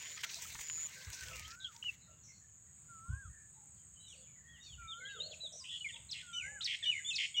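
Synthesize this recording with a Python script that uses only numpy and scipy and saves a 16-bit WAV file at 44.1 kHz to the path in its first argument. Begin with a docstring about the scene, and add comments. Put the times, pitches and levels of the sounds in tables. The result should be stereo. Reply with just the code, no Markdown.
"""Birds and insects on open farmland

A far bird repeats a wavy whistle, songbirds break into slides and buzzy chirps, and a dove coos.
Crickets and a katydid scrape their wings in a steady high hiss. Crop leaves brush past at first,
and puffs of wind thump on the microphone. The ground and the tree line scatter the calls."""
import sys
import numpy as np
from scipy import signal
from scipy.fft import rfft, irfft
from scipy.io import wavfile
from scipy.ndimage import uniform_filter1d, map_coordinates

SR = 44100
rng = np.random.default_rng(int(sys.argv[2]) if len(sys.argv) > 2 else 0)


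def digitize_waveform(pressure):
    """Quantize a signal to 16-bit integers and store it at the path in sys.argv[1].

    Rows of a 2-D input are taken as channels; values are limited to [-1, 1].
    """
    field = np.atleast_2d(pressure).T
    bounded = np.clip(field, -1, 1)
    quanta = np.round(bounded * 32767).astype(np.int16)
    wavfile.write(sys.argv[1], SR, quanta)


N = 326340

EDGE_S, EDGE_SHARE = 0.002, 0.13  # a songbird's note fades over a fixed time plus a share of its length
BUZZ_SWING_HZ = 653  # how far the pitch swings each way in the harshest buzz


def undb(db):
    """Turn decibels into a gain to multiply by."""
    return 10 ** (np.asarray(db) / 20)


def unit(x):
    """Scale a signal so that its average strength (rms) is 1."""
    return x / np.sqrt(np.mean(x ** 2) + 1e-20)


def colour(x, points, tilt_db=0):
    """Shape the tone by (Hz, dB) points and a tilt per octave; the result has strength 1."""
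    hz, db = np.transpose(points)
    octave = np.log2(np.maximum(np.fft.rfftfreq(len(x), 1 / SR), 1))
    curve_db = np.interp(octave, np.log2(hz), db) + tilt_db * octave
    return unit(irfft(rfft(x) * undb(curve_db), len(x)))


def noise(points):
    """Noise for the whole scene, shaped by (Hz, dB) points."""
    return colour(rng.standard_normal(N), points)


def walk(rate, size=N):
    """A smooth random drift, roughly between -1 and 1, with `rate` new values a second."""
    at = np.arange(size) * rate / SR
    return map_coordinates(rng.standard_normal(int(at[-1]) + 4), [at + 1], order=2, mode="nearest")


def pan(x, left_db):
    """Make stereo, with the left side louder than the right by left_db."""
    return x * undb(np.array([[left_db], [-left_db]]) / 2)


def widen(x):
    """Give a sound opposite signs left and right, which adds width to a mix."""
    return x * np.array([[1], [-1]])


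def add(track, s, x):
    """Mix a sound into a track, starting at s seconds."""
    i = int(s * SR)
    x, i = x[max(-i, 0):], max(i, 0)
    track[i:i + len(x)] += x[:max(N - i, 0)]


def envelope(length, db, swell_db=0, edge=0.0053):
    """Return u, the progress through a note from 0 to 1, and a gain with fades of `edge` seconds."""
    u = np.linspace(0, 1, max(int(length * SR), 16))
    fade = np.minimum(np.minimum(u, 1 - u) * length / min(edge, length / 2), 1)
    return u, np.sin(np.pi / 2 * fade) ** 2 * undb(db + swell_db * (u - .5))


def tone(hz, overtone_db, jitter):
    """A nearly pure tone with two faint overtones; jitter is the share by which its pitch wavers."""
    phase = 2 * np.pi * np.cumsum(hz * (1 + jitter * walk(350, size=len(hz)))) / SR
    return np.sqrt(2) * sum(undb(overtone_db * np.sqrt(k - 1)) * (k * hz < SR / 2) * np.sin(k * phase)
                            for k in (1, 2, 3))


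def scatter(x, db, t60, delay):
    """A shower of small echoes that starts after `delay` seconds and dies by 60 dB in t60 seconds."""
    t = np.arange(SR) / SR
    tail = unit(rng.standard_normal(SR) * np.exp(-np.log(1000) * t / t60) * (t > delay)) / np.sqrt(SR)
    return undb(db) * signal.fftconvolve(x, tail)[:N]


def outdoors(x, left_db, near_db, far_db, near_t60, far_t60):
    """The direct sound, quick echoes from ground and crops, and a thin tail from the trees."""
    echo = lambda: scatter(x, near_db, near_t60, delay=0.002) + scatter(x, far_db, far_t60, delay=0.024)
    return pan(x + echo() + widen(0.2 * echo()), left_db)


def wing_scrapes(bursts, rate, sharpness, edge):
    """The gain of a wing scraping to and fro in bursts, `rate` times a second."""
    out = np.zeros(N)
    for s, length, db, swell_db in bursts:
        u, gain = envelope(length, db, swell_db, edge)
        phase = np.pi * rate * length * u + 0.066 * walk(27, size=len(u))
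        add(out, s, gain * unit(np.abs(np.sin(phase)) ** sharpness + 0.19))
    return out


def insects():
    """Ringing cricket wings and a raspy katydid (a bush cricket) over the chorus of the whole field."""
    # Bursts of scraping. Each row: start and length in seconds, relative level in dB, swell in dB.
    cricket_bursts = [(-.02, 0.19, -52, 2.5), (.58, 0.1, -51, 4), (.683, 0.19, -43, 2),
                      (2.78, 0.22, -63.5, 9), (4.2, 0.22, -62.5, 2), (4.63, 0.13, -64, 12),
                      (4.95, 0.43, -61, 3), (5.72, 0.23, -59.5, 5), (6.42, 0.22, -57, -5.5),
                      (6.9, 0.24, -55, 4.5), (7.14, 0.25, -58, -4)]
    katydid_bursts = [(2.56, .28, -65, 12), (2.82, 1.42, -62.5, 3), (5.34, 0.206, -64, 8),
                      (5.54, 1.85, -59.5, 2)]
    # The tone of the chorus and of the katydid. Each row: frequency in Hz, relative level in dB.
    chorus_colour = [(5800, -47.5), (6250, -18.5), (6550, -1.5), (6850, 1), (7150, -4), (7500, -7),
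                     (8050, -6), (8350, -30.5), (8700, -39)]
    katydid_colour = [(6800, -54.5), (7300, 2), (7700, 4), (8200, 9), (8380, 3.5), (8520, -73.5),
                      (8800, -33)]
    wing = tone(hz=np.full(N, 6950.), overtone_db=-53, jitter=.012)
    cricket = wing * wing_scrapes(cricket_bursts, rate=157, sharpness=5.2, edge=0.0031)
    rasp = 0.5 * wing_scrapes(katydid_bursts, rate=55.6, sharpness=1.6, edge=0.013)
    rasp += 0.21 * wing_scrapes(katydid_bursts, rate=74, sharpness=0.64, edge=0.026)
    pulsing = 1 + 0.2 * np.sin(2 * np.pi * np.cumsum(158 + 4 * walk(8)) / SR)
    chorus = noise(chorus_colour) * pulsing * undb(-62.5 + 0.94 * walk(3.7))
    width = widen(noise(chorus_colour) * undb(-77.5))
    katydid = rasp * noise(katydid_colour) * undb(-1)
    return pan(cricket, left_db=-3.5) + pan(katydid, left_db=-12.5) + pan(chorus, left_db=-4) + width


def brushing():
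    """The gains of the rustle and of its crisp hiss as leaves brush past, stroke by stroke."""
    # Leaf strokes. Each row: start and length in seconds, relative levels of rustle and hiss in dB.
    strokes = [(-.02, 0.25, -58.5, -63.5), (0.223, 0.037, -54.5, -49), (0.236, 0.067, -61, -66),
               (0.288, .14, -57.5, -55.5), (0.412, 0.051, -53.5, -49.5), (0.453, 0.19, -59.5, -54.5),
               (0.602, 0.023, -57.5, -51), (0.627, 0.496, -61, -62.5), (1.111, 0.31, -58, -59.5),
               (1.41, 0.154, -63, -68), (1.547, 0.18, -79, -81), (1.711, 0.25, -72.5, -70),
               (1.927, .1, -82, -88)]
    rustle, crisp = np.zeros(N), np.zeros(N)
    for s, length, rustle_db, crisp_db in strokes:
        add(rustle, s, envelope(length, rustle_db, swell_db=-0.5, edge=0.015)[1])
        add(crisp, s, envelope(length, crisp_db, swell_db=-0.5, edge=0.015)[1])
    return rustle, crisp


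def flexing(x, depth_db, rate):
    """Leaves bend as they slide, so each third of an octave swells and fades on its own."""
    spectrum = rfft(x)
    thirds = 3 * np.log2(np.maximum(np.fft.rfftfreq(N, 1 / SR), 1) / 250)
    bands = (irfft(spectrum * np.maximum(1 - abs(thirds - k), 0), N) for k in range(16))
    return unit(sum(band * undb(depth_db * walk(rate)) for band in bands))


def leaves():
    """Countless tiny slips of leaf on leaf, with a few snapping stalks."""
    # The tone of the rustle, its crisp hiss and a snap. Each row: frequency in Hz, relative level in dB.
    leaf_colour = [(180, -48), (300, -11), (527, -11.5), (686, -66), (871, -8.5), (1190, -10), (1380, -9.5),
                   (1780, -3), (2150, 2), (2830, -2.5), (6000, -3), (7800, -16), (13200, -120)]
    crisp_colour = [(4500, -29), (6000, 11.5), (8000, 11), (10000, -5.5), (12500, -4), (15000, 2.5),
                    (16000, 7)]
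    snap_colour = [(40, -100), (500, -64), (900, -2.5), (2300, 18.5), (6000, 15), (15000, -53)]
    # Stalks snapping. Each row: start and length in seconds, level in dB, brightness in dB per octave.
    stalk_snaps = [(0.174, 0.0084, -47.5, -3), (0.234, 0.016, -38.5, -6.5), (0.29, 0.016, -49, -1),
                   (0.343, 0.0037, -37, 24), (0.546, 0.0033, -43, 19), (0.549, 0.012, -47.5, -12.5),
                   (0.589, 0.011, -48.5, -11.5), (0.698, 0.0036, -37, -8), (1.047, 0.0039, -46.5, 10),
                   (1.127, 0.026, -47.5, 25), (1.505, 0.018, -52.5, 10), (1.763, 0.0037, -48, 14),
                   (1.839, 0.0068, -55.5, -11.5)]
    rustle_gain, crisp_gain = brushing()
    slips = lambda: rng.standard_normal(N) * undb(1.86 * rng.exponential(size=N) + 1.4 * walk(140))
    rustle = flexing(colour(slips(), leaf_colour), depth_db=4.5, rate=13.72) * rustle_gain * undb(4.5)
    crisp = lambda: colour(slips(), crisp_colour) * crisp_gain * undb(3.5)
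    snaps = np.zeros(N)
    for s, length, db, tilt_db in stalk_snaps:
        u, gain = envelope(length, db, edge=0.0017)
        crack = colour(rng.standard_normal(2048), snap_colour, tilt_db)
        add(snaps, s, gain * unit(crack[:len(u)]))
    return pan(rustle + snaps, left_db=2) + widen(.33 * crisp()) + pan(crisp(), left_db=-3.5)


def ticks():
    """Leaf edges flick past each other with sharp, bright clicks."""
    # The tone of a click. Each row: frequency in Hz, relative level in dB.
    tick_colour = [(800, -27), (2200, -3), (7000, 7), (11000, -7), (15000, -6)]
    out = np.zeros(N)
    rustle_gain, _ = brushing()
    for when, loud in rng.random((60, 2)):
        s = 1.5 * when
        u, gain = envelope(length=.0015, db=15 * loud ** 3 - 0.5, edge=.0003)
        click = colour(rng.standard_normal(512), tick_colour)[:len(u)]
        add(out, s, rustle_gain[int(s * SR)] * gain * click)
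    return pan(out, left_db=-17)


def crunches():
    """Dry stalks and leaves give way with short hollow rings, louder when the brushing is louder."""
    out = np.zeros(N)
    rustle_gain, _ = brushing()
    t = np.arange(2048) / SR
    for when, pitch, loud in rng.random((190, 3)):
        s, hz = 1.5 * when, 450 * 7.5 ** (pitch ** .7)
        db = -7.5 + 14 * loud ** 2 + 7.8 * np.log2(hz / 1500)
        ring = np.exp(-t * hz / 7) * np.sin(2 * np.pi * hz * t)
        add(out, s, rustle_gain[int(s * SR)] * undb(db) * ring)
    return pan(out + scatter(out, db=1, t60=.05, delay=.003), left_db=3)


def breeze():
    """The low murmur of open air, and puffs that thump on the microphone."""
    # Puffs of wind. Each row: start and length in seconds, level in dB.
    puffs = [(0.435, 0.084, -62.5), (1.057, 0.06, -49), (1.21, 0.28, -56.5), (3.08, 0.074, -39.5),
             (3.133, 0.068, -51), (3.241, 0.086, -50.5), (4.697, 0.18, -57.5), (6.413, 0.078, -60.5)]
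    # The tone of the puffs and of the open air. Each row: frequency in Hz, relative level in dB.
    puff_colour = [(20, -24), (45, -13), (66, 8), (100, -3), (150, -10.5), (220, -33.5), (400, -86)]
    air_colour = [(20, -31), (45, -11.5), (70, 2), (110, -0.5), (160, -2.5), (220, -11.5), (320, -21),
                  (700, -25.5), (1500, -23), (3000, -29.5), (6000, -35.5), (10000, -46.5), (15000, -36)]
    gusts = np.zeros(N)
    for s, length, db in puffs:
        add(gusts, s, envelope(length, db, edge=0.015)[1])
    rumble = noise(puff_colour)
    rumble /= np.sqrt(uniform_filter1d(rumble ** 2, size=2000))  # even out its loudness
    air = noise(air_colour) + widen(0.31 * noise(air_colour))
    air *= undb(-67.5 + 1.3 * walk(4.42))
    return pan(air + gusts * rumble, left_db=3.5)


def chatter():
    """Many small birds chirp at the edge of hearing, growing louder in the second half."""
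    out = np.zeros(N)
    for when, size, pitch, bend, loud in rng.random((130, 5)):
        s, hz = when * N / SR, 1900 * 2.5 ** pitch
        db = np.interp(s, [3.8, 4.3, 5.6, 6.6], [-92, -80, -75, -68]) + 10 * loud
        u, gain = envelope(.025 + .05 * size, db, edge=.015)
        add(out, s, gain * tone(hz * (1 + 0.261 * (bend - .7) * u), overtone_db=-44, jitter=.035))
    return outdoors(out, left_db=3, near_db=-2, far_db=-7, near_t60=.1, far_t60=.4)


def far_birds():
    """Faint calls swell and fade as their pitch sags a little, blurred by the trees."""
    # Far calls. Each row: start and length in seconds, starting pitch in Hz, level in dB.
    calls = [(0.921, 0.21, 1592, -66.5), (1.13, 0.17, 1549, -62.5), (1.733, 0.045, 948, -74),
             (2.005, .052, 4034, -75), (2.1, 0.053, 2795, -78), (2.068, .056, 1375, -74.5),
             (2.274, .046, 2163, -74.5), (2.409, 0.035, 1780, -73.5), (2.315, 0.066, 4414, -78),
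             (3.04, .12, 1108, -73), (3.274, 0.18, 1790, -72.5), (3.528, 0.11, 885, -77),
             (3.933, 0.18, 3090, -75), (4.07, 0.046, 5950, -72), (4.14, 0.067, 4550, -79),
             (4.421, 0.17, 1888, -72), (4.629, 0.056, 4500, -66.5), (4.62, .04, 5840, -70),
             (4.78, 0.1, 2395, -70), (5.598, 0.048, 1075, -75.5), (5.93, 0.048, 937, -75),
             (6.43, 0.15, 848, -74.5), (6.821, 0.018, 1865, -56)]
    out = np.zeros(N)
    for s, length, hz, db in calls:
        u, gain = envelope(length, db, edge=length / 4)
        add(out, s, gain * tone(hz * (1 - 0.0339 * u), overtone_db=-40, jitter=0.03))
    return outdoors(out, left_db=6, near_db=5, far_db=-10.5, near_t60=0.26, far_t60=0.52)


def dove():
    """Low coos that bubble because their pitch and loudness wobble together."""
    # Coos. Each row: start and length in seconds, pitch in Hz, level in dB.
    coos = [(.95, .082, 516, -71.5), (1.26, 0.11, 506, -66.5), (2.073, .08, 574, -75.5),
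            (4.132, .12, 524, -75), (4.977, 0.11, 510, -71), (5.146, 0.07, 420, -65.5),
            (5.186, .11, 556, -60), (5.291, 0.049, 569, -58), (5.358, .054, 631, -75),
            (5.43, 0.033, 560, -60), (5.517, 0.053, 577, -63.5), (5.924, .083, 519, -77),
            (6.446, 0.13, 529, -72.5), (6.82, 0.066, 581, -73)]
    out = np.zeros(N)
    for s, length, hz, db in coos:
        u, gain = envelope(length, db, edge=0.011)
        burble = np.sin(2 * np.pi * 55 * length * u)
        add(out, s, gain * (1 + 0.84 * burble) * tone(hz + 35 * burble, overtone_db=-43, jitter=0.057))
    return outdoors(out, left_db=4.5, near_db=-6, far_db=-15, near_t60=.12, far_t60=.5)


def whistler():
    """A far bird repeats one whistle that dips, rises and falls."""
    # The whistle's shape. Each row: progress from 0 to 1, base pitch in Hz, relative level in dB.
    shape = [(0, 1445, -3), (.1, 1365, -4), (.27, 1291, -6), (.47, 1378, -2), (.57, 1490, 3),
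             (0.662, 1604, 0.5), (0.749, 1650, -2), (.84, 1564, 1), (.92, 1274, -7), (1, 1163, -18)]
    # Its repeats. Each row: start and length in seconds, pitch multiplier, level in dB.
    repeats = [(1.287, 0.46, 0.95, -61), (2.879, 0.42, 1.003, -57.5), (4.773, .437, 1.008, -54),
               (6.219, 0.42, 1.057, -55)]
    out = np.zeros(N)
    progress, pitch, level_db = np.transpose(shape)
    for s, length, ratio, db in repeats:
        u, gain = envelope(length, db, edge=.02)
        gain *= undb(np.interp(u, progress, level_db))
        hz = ratio * uniform_filter1d(np.interp(u, progress, pitch), size=1200)  # round the corners
        add(out, s, gain * tone(hz, overtone_db=-42.5, jitter=0.0027))
    return outdoors(out, left_db=7, near_db=-7, far_db=-17, near_t60=0.11, far_t60=0.76)


def settle(u, start, end, quickness=2.2):
    """A pitch that moves fast at first, then closes in on its end."""
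    return start + (end - start) * np.expm1(-quickness * u) / np.expm1(-quickness)


def arch(u, top, end, top_at=0.27):
    """A pitch that lifts a little to its top, then falls ever faster."""
    return top + (end - top) * ((u - top_at) / (1 - top_at)) ** 2


def slide(s, length, from_hz, to_hz, db, swell_db=0, contour=settle):
    """A note that glides in pitch. Returns its start, level, sound and harshness."""
    u, gain = envelope(length, db, swell_db, edge=EDGE_S + EDGE_SHARE * length)
    flutter = undb(1.7 * walk(120, size=len(u)))
    octaves_per_s = abs(np.log2(to_hz / from_hz)) / length
    harsh = min(1, octaves_per_s / 21) ** 2
    # steep slides are the least steady; loud ones are the richest in overtones
    voice = tone(contour(u, from_hz, to_hz), -31 + 0.41 * (db + 34), jitter=0.0072 + 0.042 * harsh)
    return s, db, gain * flutter * voice, gain * harsh


def trill(s, length, from_hz, to_hz, db, rate, swing_hz, throb, swell_db=0, quickness=2.2):
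    """A note whose pitch and air pressure swing together. Returns the same four things as slide."""
    u, gain = envelope(length, db, swell_db, edge=EDGE_S + EDGE_SHARE * length / 2)
    cycle = -np.cos(2 * np.pi * rate * length * u + 0.42 * walk(70, size=len(u)))
    pressure = gain * unit((1 + throb * cycle) * undb(1.1 * walk(150, size=len(u))))
    rough = swing_hz / BUZZ_SWING_HZ  # the wider the swing, the rougher the voice
    swing = swing_hz * cycle * (1 + .1 * walk(90, size=len(u)))
    hz = settle(u, from_hz, to_hz, quickness) + swing
    voice = tone(hz, overtone_db=-27 + 1.2 * (db + 39), jitter=0.0061 + 0.0372 * rough)
    return s, db, pressure * voice, 0.78 * rough * pressure


def songbirds():
    """Slides, trills and calls echo off the ground and trees; harsh notes carry a noisy rasp."""
    # Slides and trills. Each row: start and length in seconds, first and last pitch in Hz, level in dB.
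    slides = [(1.33, 0.029, 2330, 2900, -54), (1.446, 0.017, 2970, 3220, -51.5),
              (1.643, .02, 3370, 3156, -40), (1.825, 0.01, 2700, 2960, -40.5),
              (4.999, 0.082, 2244, 1986, -60), (5.049, 0.034, 3060, 3350, -50),
              (5.199, .028, 3550, 3890, -42.5), (5.226, .056, 3980, 4425, -48),
              (5.308, .041, 5010, 2450, -52), (5.582, .051, 6800, 4590, -53),
              (5.806, 0.025, 3130, 2875, -48), (5.842, 0.036, 2596, 2110, -42),
              (5.878, 0.038, 2220, 1864, -55), (6.136, 0.041, 3040, 2650, -51.5),
              (6.606, 0.019, 2330, 4320, -42)]
    trills = [(1.35, 0.11, 2664, 2800, -65), (1.599, 0.054, 3750, 3630, -55),
              (1.661, .021, 3080, 3260, -51.5), (2.231, 0.093, 5950, 5750, -62),
              (5.086, 0.04, 2620, 2950, -56.5), (5.522, 0.067, 5400, 5970, -54),
              (5.638, 0.062, 2690, 2970, -52), (5.69, 0.092, 3280, 3106, -45.5),
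              (5.884, 0.027, 3220, 2960, -50.5), (5.957, 0.015, 3100, 2920, -50.5)]
    # Arched notes. Each row: start and length in seconds, top and last pitch in Hz, level in dB.
    arches = [(1.841, 0.062, 2947, 2500, -42), (3.99, 0.17, 3960, 2160, -63.5),
              (4.198, 0.083, 3470, 2490, -76.5), (4.469, .12, 3340, 2600, -68),
              (4.592, 0.17, 3750, 2560, -60.5), (4.873, 0.072, 3667, 2840, -50),
              (5.061, .17, 3820, 2450, -57.5), (5.397, 0.086, 3990, 3300, -47),
              (5.92, 0.0326, 3620, 3090, -53.5), (6.825, 0.025, 3650, 2780, -38),
              (7.342, 0.021, 3320, 2950, -43)]
    # Buzzy calls. Each row: start of the whip in seconds, levels of flick, whip and buzz in dB.
    buzzy_calls = [(6.109, -50, -42.5, -51.5), (6.641, -43, -36.5, -39.5), (7.149, -44, -39.5, -37.5)]
    # Piping calls. Each row: start and held time in seconds, pitch multiplier, then in dB the held
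    # note's level, its swell, the level of its octave and the level of the stutter.
    piping_calls = [(6.327, .069, 1.022, -43, 8.5, -53.5, -47.5),
                    (6.852, .058, 1.014, -32.5, 12, -60, -42.5), (7.362, 0.063, 1, -35.5, -1, -58.5, -46)]
    # The tone of the rasp. Each row: frequency in Hz, relative level in dB.
    rasp_colour = [(1200, -34), (2000, -4), (3200, 5.5), (5800, 2.5), (9000, -31.5), (11500, -31),
                   (14000, -31)]
    notes = [slide(*row, swell_db=-3.5) for row in slides] + [step_note()]
    notes += [slide(*row, swell_db=8.5, contour=arch) for row in arches]
    notes += [trill(*row, rate=89, swing_hz=304, throb=0.18) for row in trills]
    notes += [note for row in buzzy_calls for note in buzzy_call(*row)]
    notes += [note for row in piping_calls for note in piping_call(*row)]
    direct, to_trees, harshness = np.zeros((3, N))
    for s, db, note, harsh in notes:
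        add(direct, s, note)
        add(harshness, s, harsh)
        # the first bird sits in the open; after 2 seconds the flock sings from the trees
        trees_db = 0 if s > 2 else -16
        add(to_trees, s, note * undb(trees_db - .3 * (db + 42.5)))  # faint notes are blurred most
    rasp = scatter(harshness * noise(rasp_colour), db=-11, t60=0.18, delay=0)
    echo = lambda: (scatter(direct, db=-8, t60=.07, delay=.003)
                    + scatter(to_trees, db=-14, t60=.5, delay=.025))
    return pan(direct + rasp + echo() + widen(0.17 * echo()), left_db=4.5)


def buzzy_call(s, flick_db, whip_db, buzz_db):
    """A short flick, then a steep whip that plunges into a harsh buzz."""
    flick_s, whip_s, buzz_s = 0.02, 0.029, 0.0874
    flick = slide(s - flick_s, flick_s, from_hz=4600, to_hz=3660, db=flick_db, swell_db=9)
    whip = slide(s, whip_s, from_hz=6240, to_hz=3620, db=whip_db, swell_db=6,
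                 contour=lambda u, start, end: settle(u, start, end, quickness=1.2))
    buzz = trill(s + whip_s, buzz_s, from_hz=2774, to_hz=2620, db=buzz_db,
                 rate=111, swing_hz=BUZZ_SWING_HZ, throb=0.3)
    return [flick, whip, buzz]


def piping_call(s, held, ratio, db, swell_db, octave_db, stutter_db):
    """A held note with its octave opens between two weak side tones, then breaks into a falling stutter."""
    hz = ratio * 2925
    side_hz, side_s, sag = 642, 0.029, 0.014  # sag is the share of its pitch that each tone loses
    tones = [(hz, held, db, swell_db), (2 * hz, held, octave_db, 0),
             (hz + side_hz, side_s, db - 10.5, 0), (hz - side_hz, side_s, db - 19, 0)]
    stutter = trill(s + held - EDGE_S, length=0.1, from_hz=hz, to_hz=1977, db=stutter_db,
                    rate=75, swing_hz=100, throb=0.86, swell_db=-8.5, quickness=3.8)
    return [slide(s, length, top, top * (1 - sag), level_db, rise_db, contour=arch)
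            for top, length, level_db, rise_db in tones] + [stutter]


def step_note():
    """A bright whistle that drops to a lower, purer pitch. Returns the same four things as slide."""
    # The whistle's path. Each row: time in seconds, pitch in Hz, level in dB, level of its octave in dB.
    path = [(7.044, 3345, -45.5, -56), (7.086, 3595, -41, -47), (7.1, 3556, -36, -49),
            (7.113, 2696, -43, -58), (7.134, 2584, -40.5, -77), (7.165, 2570, -43.5, -73)]
    s, hz, db, octave_db = np.transpose(path)
    u, gain = envelope(s[-1] - s[0], 0, edge=.004)
    along = lambda values: np.interp(s[0] + u * (s[-1] - s[0]), s, values)
    voice = sum(undb(along(level_db)) * tone(k * along(hz), overtone_db=-32, jitter=0.0071)
                for k, level_db in ((1, db), (2, octave_db)))
    return s[0], db.mean(), gain * voice, np.zeros(len(u))


def scene():
    """Everything heard from the edge of the field."""
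    birds = whistler() + songbirds() + far_birds() + chatter() + dove()
    return birds + insects() + leaves() + ticks() + crunches() + breeze()


def record(dry):
    """The deepest bass is thinned out, and the phone cuts the highest treble."""
    bass_hz, top_hz = 42, 15800
    thinned = signal.sosfilt(signal.butter(2, bass_hz, "high", fs=SR, output="sos"), dry)
    return signal.sosfilt(signal.ellip(10, .2, 70, top_hz, fs=SR, output="sos"), thinned)


dry = scene()
out = record(dry)
digitize_waveform(out)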